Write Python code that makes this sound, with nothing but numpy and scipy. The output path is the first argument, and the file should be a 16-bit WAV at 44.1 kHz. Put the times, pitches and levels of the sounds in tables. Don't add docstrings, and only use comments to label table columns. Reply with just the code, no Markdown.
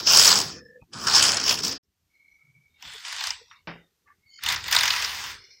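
import sys
import numpy as np
from scipy import signal
from scipy.fft import rfft, irfft, next_fast_len
from scipy.io import wavfile
from scipy.ndimage import uniform_filter1d

SR = 44100
rng = np.random.default_rng(int(sys.argv[2]) if len(sys.argv) > 2 else 0)


def output_pcm(signal):
    pcm = np.clip(np.atleast_2d(signal).T, -1, 1) * 32767
    wavfile.write(sys.argv[1], SR, np.round(pcm).astype(np.int16))


def gain_from_db(level_db):
    decades = np.asarray(level_db, float) / 20
    return 10 ** decades


N = 246959
SIZE = next_fast_len(N + SR // 4)
HZ = np.fft.rfftfreq(SIZE, 1 / SR) + 1e-3

SILENCE_S = (1.782, 1.828)

# time in seconds, level in dB.
EFFORT_CLOSE = [
    [(0.0, -25), (0.018, -36.5), (0.056, -33.5), (0.07, -21), (0.13, -15), (0.316, -14.5), (0.592, -47),
     (0.7, -99)],
    [(0.89, -118), (0.932, -38.5), (1.066, -27.5), (1.072, -18), (1.112, -23.5), (1.17, -13.5),
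     (1.216, -19), (1.224, -16), (1.43, -31.5)],
    [(1.43, -30), (1.51, -16), (1.552, -27.5), (1.562, -31.5), (1.596, -30.5), (1.618, -40), (1.636, -24.5),
     (1.732, -33), (1.78, -43)],
]
EFFORT_FAR = [
    [(2.74, -71.5), (2.854, -42), (3.04, -43.5), (3.058, -35), (3.148, -35), (3.278, -30), (3.462, -57.5),
     (3.526, -58.5), (3.64, -73)],
    [(4.38, -62), (4.418, -48.5), (4.434, -36), (4.5, -25), (4.548, -27.5), (4.562, -43), (4.574, -33.5),
     (4.622, -41), (4.68, -33)],
    [(4.68, -29.5), (4.704, -33.5), (4.728, -21.5), (4.738, -20), (4.772, -28), (4.776, -23), (5.306, -35),
     (5.388, -50), (5.6, -72)],
]
# pace in needles per second, then rumble, body and top in dB at an effort of -30 dB.
SHOVES_CLOSE = [(90, -48, -42, -44.5), (78, -45, -39.5, -52), (69.25, -46.5, -43.5, -45)]
SHOVES_FAR = [(47.8, -72, -38, -51), (58.7, -49.5, -35.5, -41.5), (46.3, -55, -35.5, -40)]
FOLLOW_CLOSE = (0.35, 0.79)
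FOLLOW_FAR = (0.58, 1)
TOP_FOLLOWS = 1.15
REST_DB, REST_RUMBLE_DB, TABLE_LAG_S = -92, -77, .08

# start in seconds, peak in dB, top in dB above that.
NEEDLES_CLOSE = [(0.0717, -7, -21), (0.1096, -3, -22), (0.1474, -1, -24), (0.1714, -1, -25),
                 (0.1945, -1, -25), (0.2134, -4, -22), (0.2249, -3, -22), (0.2349, -2, -22),
                 (0.2464, -2, -20), (0.2664, -2, -25), (0.2894, -2, -23), (0.3154, -2, -25),
                 (0.387, -9, -31), (0.4004, -9, -31), (0.4144, -12, -28), (0.9343, -25, -35),
                 (1.071, -10, -27), (1.0974, -11, -25), (1.1618, -5, -25), (1.1804, -3, -27),
                 (1.2251, -3, -26), (1.2504, -3, -26), (1.3189, -9, -27), (1.3693, -8, -31),
                 (1.3992, -10, -29), (1.479, -8, -22), (1.5094, -7, -24), (1.5888, -14, -31),
                 (1.6347, -14, -30), (1.724, -17, -39)]
NEEDLES_FAR = [(2.8245, -31, -24), (2.9374, -30, -26), (3.0484, -25, -29), (3.1253, -22, -23),
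               (3.2071, -19, -21), (3.2385, -16, -23), (3.27, -19, -16), (3.3049, -19, -23),
               (4.4358, -18, -12), (4.4623, -15, -15), (4.4872, -12, -14), (4.5007, -13, -15),
               (4.5244, -16, -11), (4.5605, -13, -37), (4.6399, -23, -31), (4.6818, -22, -13),
               (4.7122, -13, -15), (4.7257, -4, -20), (4.7494, -9, -23), (4.7636, -1, -26),
               (4.787, -7, -23), (4.8084, -14, -16), (4.8329, -7, -22), (4.8544, -12, -19),
               (4.8773, -11, -20), (4.9038, -10, -25), (4.9364, -19, -16), (4.9634, -18, -18),
               (5.023, -13, -27), (5.0459, -12, -28)]
PAUSE_S, SPACING_JITTER = .125, .12
KNOCK_T60_S, KNOCK_RISE_S = .024, .002

# frequency in Hz, level in dB per Hz.
CLOSE_TONE = [(25, -40.5), (80, -17.5), (300, -17.5), (600, -20), (1300, -13), (2100, -18.5), (4000, -15),
              (5200, -5), (7000, -16.5), (8500, -23.5), (12000, -21), (13500, -18.5), (14700, -18),
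              (15800, -19)]
FAR_TONE = [(25, -44.5), (70, -11.5), (170, -26), (280, -46.5), (620, -11.5), (900, 0.5), (2000, 3.5),
            (5000, 4), (7000, -2.5), (9500, -7), (11600, -15), (14100, -9.5), (15000, -13), (15800, -18.5)]
# frequency in Hz, width in Hz, level in dB.
CLOSE_RINGS = [(1000, 250, -12), (1400, 230, -9), (1800, 110, -10), (3140, 230, -8), (4750, 200, -3),
               (5300, 450, 1), (6820, 260, -8), (7870, 170, -6), (9300, 500, -18)]
FAR_RINGS = [(986, 60, 5), (1610, 36, 3), (1970, 420, 7), (2964, 27, 12), (3610, 180, 8.5), (4370, 39, -4),
             (5070, 1260, 3), (6660, 410, -15)]
ZONE_EDGES_HZ = (0, 450, 2500, 9000, 22050)
CUTOFF_HZ = 15850
DULLING = .13

# frequency in Hz, level in dB per Hz.
HISS_TONE = [(30, -17.5), (200, -5), (450, -15), (3000, -15), (6000, -14.5), (10000, -22.5), (14500, -17),
             (16000, -39)]
HISS_DB = -76.5

# start in seconds, end in seconds, frequency in Hz, level in dB.
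LEAKS = [(0.48, 0.85, 490, -57), (.48, 0.82, 1750, -58), (.45, 0.74, 5280, -66), (0.786, 0.86, 2520, -64.5),
         (2.09, 2.56, 2230, -60.5), (2.45, 2.85, 2270, -69), (2.272, 2.42, 5860, -78),
         (2.37, 2.52, 1340, -77), (2.39, 2.674, 142, -65.5), (2.66, 2.844, 3700, -75),
         (3.364, 3.468, 475, -57), (3.34, 3.58, 5700, -67), (3.45, 3.638, 3680, -68),
         (3.478, 3.648, 2220, -68), (3.74, 3.927, 3690, -76), (4.046, 4.155, 1150, -58),
         (4.045, 4.166, 1760, -63), (4.19, 4.45, 2170, -65), (4.288, 4.453, 3080, -63),
         (4.248, 4.454, 4470, -57.5), (4.266, 4.45, 6820, -66), (4.304, 4.437, 5950, -72),
         (4.29, 4.44, 5020, -64), (2.84, 2.924, 570, -65), (2.92, 2.982, 450, -54.5),
         (5.276, 5.592, 393, -74.5), (2.1, 2.4, 4190, -81)]
# start in seconds, end in seconds, frequency in Hz, level in dB.
CREEP_LEAKS = [(2.788, 3.046, 3480, -52), (2.77, 3.08, 14400, -69), (5.343, 5.656, 2220, -62.5),
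               (5.34, 5.65, 4320, -62.5), (5.35, 5.65, 5260, -58), (5.38, 5.642, 5800, -62)]
NARROW, WIDE = 2.43, 5.6

# start in seconds, peak in dB, t60 in seconds, lowest Hz, brightness in Hz.
KNOCKS = [(0.82, -35, 0.067, 59.6, 890), (3.511, -34, 0.26, 1100, 2500), (3.673, -23, 0.3, 109, 2600),
          (3.673, -36, 0.24, 2460, 5300), (4.075, -42, 0.3, 800, 2300), (4.391, -33, 0.023, 1180, 2390),
          (3.512, -28, .02, 1100, 3200), (1.835, -55, .08, 4500, 6200), (0.813, -29, .2, 30.3, 130),
          (2.838, -39, 0.12, 151, 300), (4.441, -21, .3, 25, 90), (4.68, -21, 0.33, 30, 110),
          (3.675, -33, .6, 30, 400), (2.85, -34, .7, 30, 130), (3.27, -36, .7, 30, 110)]
# frequency in Hz, level in dB, t60 in seconds.
TABLE_MODES = [(166.6, 14, 0.7), (553, -6, 0.34), (910, 17, 0.087), (1516, 3.5, 1.5), (3630, -8, 0.26)]


def rms_one(x):
    return x / np.sqrt(np.mean(x ** 2) + 1e-20)


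def at_hz(points):
    hz, db = np.transpose(points)
    return gain_from_db(np.interp(np.log(HZ), np.log(hz), db))


def causal(gain):
    cepstrum = irfft(np.log(gain + 1e-7), SIZE)
    cepstrum[1:SIZE // 2] *= 2
    cepstrum[SIZE // 2 + 1:] = 0
    return np.exp(rfft(cepstrum))


def filtered(x, response):
    return irfft(rfft(x, SIZE) * response, SIZE)[:N]


def drift(rate_hz):
    r = np.exp(-2 * np.pi * rate_hz / SR)
    wander = signal.lfilter([1], [1, -2 * r, r * r], rng.standard_normal(N + SR))
    return rms_one(wander[SR:])


def stroke_levels(shoves, rules, follow):
    t = np.arange(N) / SR
    effort = np.full(N, float(REST_DB))
    for s, db in map(np.transpose, shoves):
        pushing = (t >= s[0]) & (t <= s[-1])
        effort = np.where(pushing, np.interp(t, s, db), effort)
    starts = [shove[0][0] for shove in shoves]
    which = np.clip(np.searchsorted(starts, t) - 1, 0, None)
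    pace, rumble, body, top = np.transpose(rules)[:, which]
    slow = uniform_filter1d(effort, size=int(TABLE_LAG_S * SR))
    rumble = np.maximum(rumble + follow[0] * (slow + 30), REST_RUMBLE_DB)
    body = body + follow[1] * (effort + 30)
    top = top + TOP_FOLLOWS * (effort + 30)
    return [rumble, body, effort, top], pace


def scrape(grains_per_s, spread_db, smooth_db):
    sizes = gain_from_db(spread_db * np.minimum(rng.exponential(1, N), 5)) * rng.choice([-1, 1], N)
    grains = rms_one(sizes * (rng.random(N) < grains_per_s / SR))
    return rms_one(grains + gain_from_db(smooth_db) * rng.standard_normal(N))


def all_needles(clear, effort, pace, passing_db, uneven_db):
    rows = list(clear)
    draws = rng.standard_normal((len(clear), 12, 2))
    for (s, _, top_db), (next_s, _, _), draw in zip(clear, clear[1:], draws):
        gap_s = next_s - s
        steps = int(round(gap_s * pace[int(s * SR)])) if gap_s < PAUSE_S else 0
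        for k in range(1, steps):
            at_s = s + gap_s * (k + SPACING_JITTER * draw[k, 0]) / steps
            level_db = effort[int(at_s * SR)] + passing_db + uneven_db * draw[k, 1]
            rows.append((at_s, level_db, top_db))
    return np.transpose(rows)


def needle_shape(at_s, level_db, rise_s, t60):
    t = np.arange(-SR // 100, SR // 10) / SR
    bump = np.where(t < 0, np.exp(-(t / rise_s) ** 2), gain_from_db(-60 * t / t60))
    strikes = np.zeros(N + SR)
    strikes[(at_s * SR).astype(int)] = gain_from_db(level_db)
    return signal.oaconvolve(strikes, bump)[SR // 100:][:N]


def machine_bands(tone, rings, ring_db, count):
    power = at_hz(tone) ** 2
    for hz, width, db in rings:
        power = power + gain_from_db(db + ring_db) ** 2 / (1 + (2 * (HZ - hz) / width) ** 2) ** 2
    parts = []
    for zone, (low, high) in enumerate(zip(ZONE_EDGES_HZ, ZONE_EDGES_HZ[1:])):
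        edges = np.geomspace(max(low, 20), min(high, CUTOFF_HZ + 500), count + 1)
        shares = [1 / (1 + (a / HZ) ** 16) / (1 + (HZ / b) ** 16) for a, b in zip(edges, edges[1:])]
        whole = np.mean(power * sum(shares))
        parts += [(zone, causal(np.sqrt(power * share / whole))) for share in shares]
    return parts


def carriage(shoves, rules, follow, needles, tone, rings, ring_db, knock_db, passing_db, body_db, top_db,
             tick_db, patchy_db, colour_db, slack_db):
    levels, pace = stroke_levels(shoves, rules, follow)
    effort = levels[2]
    onset_s, level_db, bright_db = all_needles(needles, effort, pace, passing_db, uneven_db=1.5)
    at_s = onset_s + .0012
    parts = machine_bands(tone, rings, ring_db, count=4)
    favour = colour_db * rng.standard_normal((200, len(parts)))[:len(at_s)]
    zone_db = [-40, body_db, 0, bright_db + top_db]
    zone_t60 = KNOCK_T60_S * np.array([1, 1.5, 1, .6])
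    rub = scrape(grains_per_s=4000, spread_db=6.0, smooth_db=6.0) * gain_from_db(0.26 * drift(120))
    dull_db = DULLING * np.minimum(uniform_filter1d(effort, size=SR // 25) - slack_db, 0)
    out = np.zeros(N)
    for k, (zone, response) in enumerate(parts):
        slide = gain_from_db(levels[zone] + 1.0 + patchy_db * drift(6.3) + max(k - 9, 0) * dull_db)
        strength_db = level_db + knock_db + zone_db[zone] + favour[:, k]
        rattle = needle_shape(at_s, strength_db, KNOCK_RISE_S, zone_t60[zone])
        tick = np.zeros(N)
        tick[(at_s * SR).astype(int)] = gain_from_db(strength_db + tick_db)
        out += filtered(rub * (slide + rattle) + tick, response)
    return out


def faint_hiss():
    t = np.arange(N) / SR
    hiss = gain_from_db(HISS_DB) * rms_one(filtered(rng.standard_normal(N), at_hz(HISS_TONE)))
    settling = np.clip(0.35 + (t - SILENCE_S[1]) / .5, 0, 1)
    return hiss * np.where(t > SILENCE_S[0], settling, 1)


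def leaks(wobble_db, edge_s):
    out, t = np.zeros(N), np.arange(N) / SR
    white, waver = rng.standard_normal(N), gain_from_db(wobble_db * drift(40))
    rows = [(row, NARROW) for row in LEAKS] + [(row, WIDE) for row in CREEP_LEAKS]
    for (start, end, hz, db), spread in rows:
        part = slice(int(start * SR), int(end * SR))
        width = spread * np.sqrt(hz)
        sos = signal.butter(3, [hz - 0.58 * width, hz + 0.45 * width], "band", fs=SR, output="sos")
        opening = (t[part] - start) / (edge_s + 0.054 * (end - start))
        closing = (end - t[part]) / (edge_s + 0.102 * (end - start))
        swell = np.clip(np.minimum(opening, closing), 0, 1) ** 2
        out[part] += gain_from_db(db) * swell * rms_one(signal.sosfilt(sos, white[part])) * waver[part]
    return out


def table_knocks():
    out, t = np.zeros(N + SR), np.arange(SR // 2) / SR
    draws = rng.standard_normal((len(KNOCKS), len(t)))
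    chatter = 1 + 1.04 * np.exp(-(t * 170 % 1) * 4)
    for (s, db, t60, low_hz, bright_hz), noise in zip(KNOCKS, draws):
        blow = gain_from_db(-3.5) * noise * chatter * gain_from_db(-60 * t / t60)
        for hz, mode_db, mode_t60 in TABLE_MODES:
            ring = gain_from_db(mode_db - 27.5 - 60 * t / min(mode_t60, t60))
            blow = blow + ring * np.sin(2 * np.pi * hz * t)
        dull = signal.butter(5, [low_hz, bright_hz], "band", fs=SR, output="sos")
        out[int(s * SR):][:len(t)] += gain_from_db(db) * signal.sosfilt(dull, blow)
    return out[:N]


def suppress(x, shut_db, depth_db, weak_db, ragged_db):
    _, _, spectrum = signal.stft(x, nperseg=512, noverlap=384)
    power = uniform_filter1d(np.abs(spectrum) ** 2, size=9, axis=-1)
    power = uniform_filter1d(power, size=3, axis=-2)
    open_share = power / (power + gain_from_db(shut_db) ** 2)
    gain = gain_from_db(depth_db) + (1 - gain_from_db(depth_db)) * open_share
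    stripes = uniform_filter1d(rng.standard_normal(power.shape), size=90, axis=-1)
    stripes = uniform_filter1d(stripes, size=3, axis=-2)
    weak_share = gain_from_db(weak_db) ** 2 / (power + gain_from_db(weak_db) ** 2)
    gain = gain * gain_from_db(ragged_db * weak_share * (np.clip(rms_one(stripes), -3, 1.5) - 0.3338))
    return signal.istft(spectrum * gain, nperseg=512, noverlap=384)[1][..., :N]


def scene():
    close = carriage(EFFORT_CLOSE, SHOVES_CLOSE, FOLLOW_CLOSE, NEEDLES_CLOSE, CLOSE_TONE, CLOSE_RINGS,
                     ring_db=-8.5, knock_db=-8.5, passing_db=10.0, body_db=-21.0, top_db=3.0,
                     tick_db=12, patchy_db=2.5, colour_db=3.44, slack_db=-30)
    far = carriage(EFFORT_FAR, SHOVES_FAR, FOLLOW_FAR, NEEDLES_FAR, FAR_TONE, FAR_RINGS,
                   ring_db=-1.5, knock_db=-9.5, passing_db=0.5, body_db=-10.0, top_db=10,
                   tick_db=12, patchy_db=1.0, colour_db=4.5, slack_db=-38)
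    machine = np.where(np.arange(N) < SILENCE_S[0] * SR, close, far)
    return (machine + table_knocks())[None]


def band_limit(x):
    return signal.sosfilt(signal.butter(12, 16810, fs=SR, output="sos"), x)


def record(dry):
    t = np.arange(N) / SR
    residue = faint_hiss() + leaks(wobble_db=3.2, edge_s=.04)
    cleaned = suppress(dry, shut_db=-86.0, depth_db=-15.5, weak_db=-71, ragged_db=9)
    fade_out, fade_in = (SILENCE_S[0] - t) / 0.0087, (t - SILENCE_S[1]) / .004
    mix = (cleaned + residue) * np.clip(np.maximum(fade_out, fade_in), 0, 1)
    mix = .88 * np.tanh(mix / .88)
    top_edge = signal.ellip(10, .3, 45, CUTOFF_HZ, fs=SR, output="sos")
    mix = signal.sosfilt(top_edge, mix)
    return band_limit(mix)


dry = scene()
out = record(dry)
output_pcm(out)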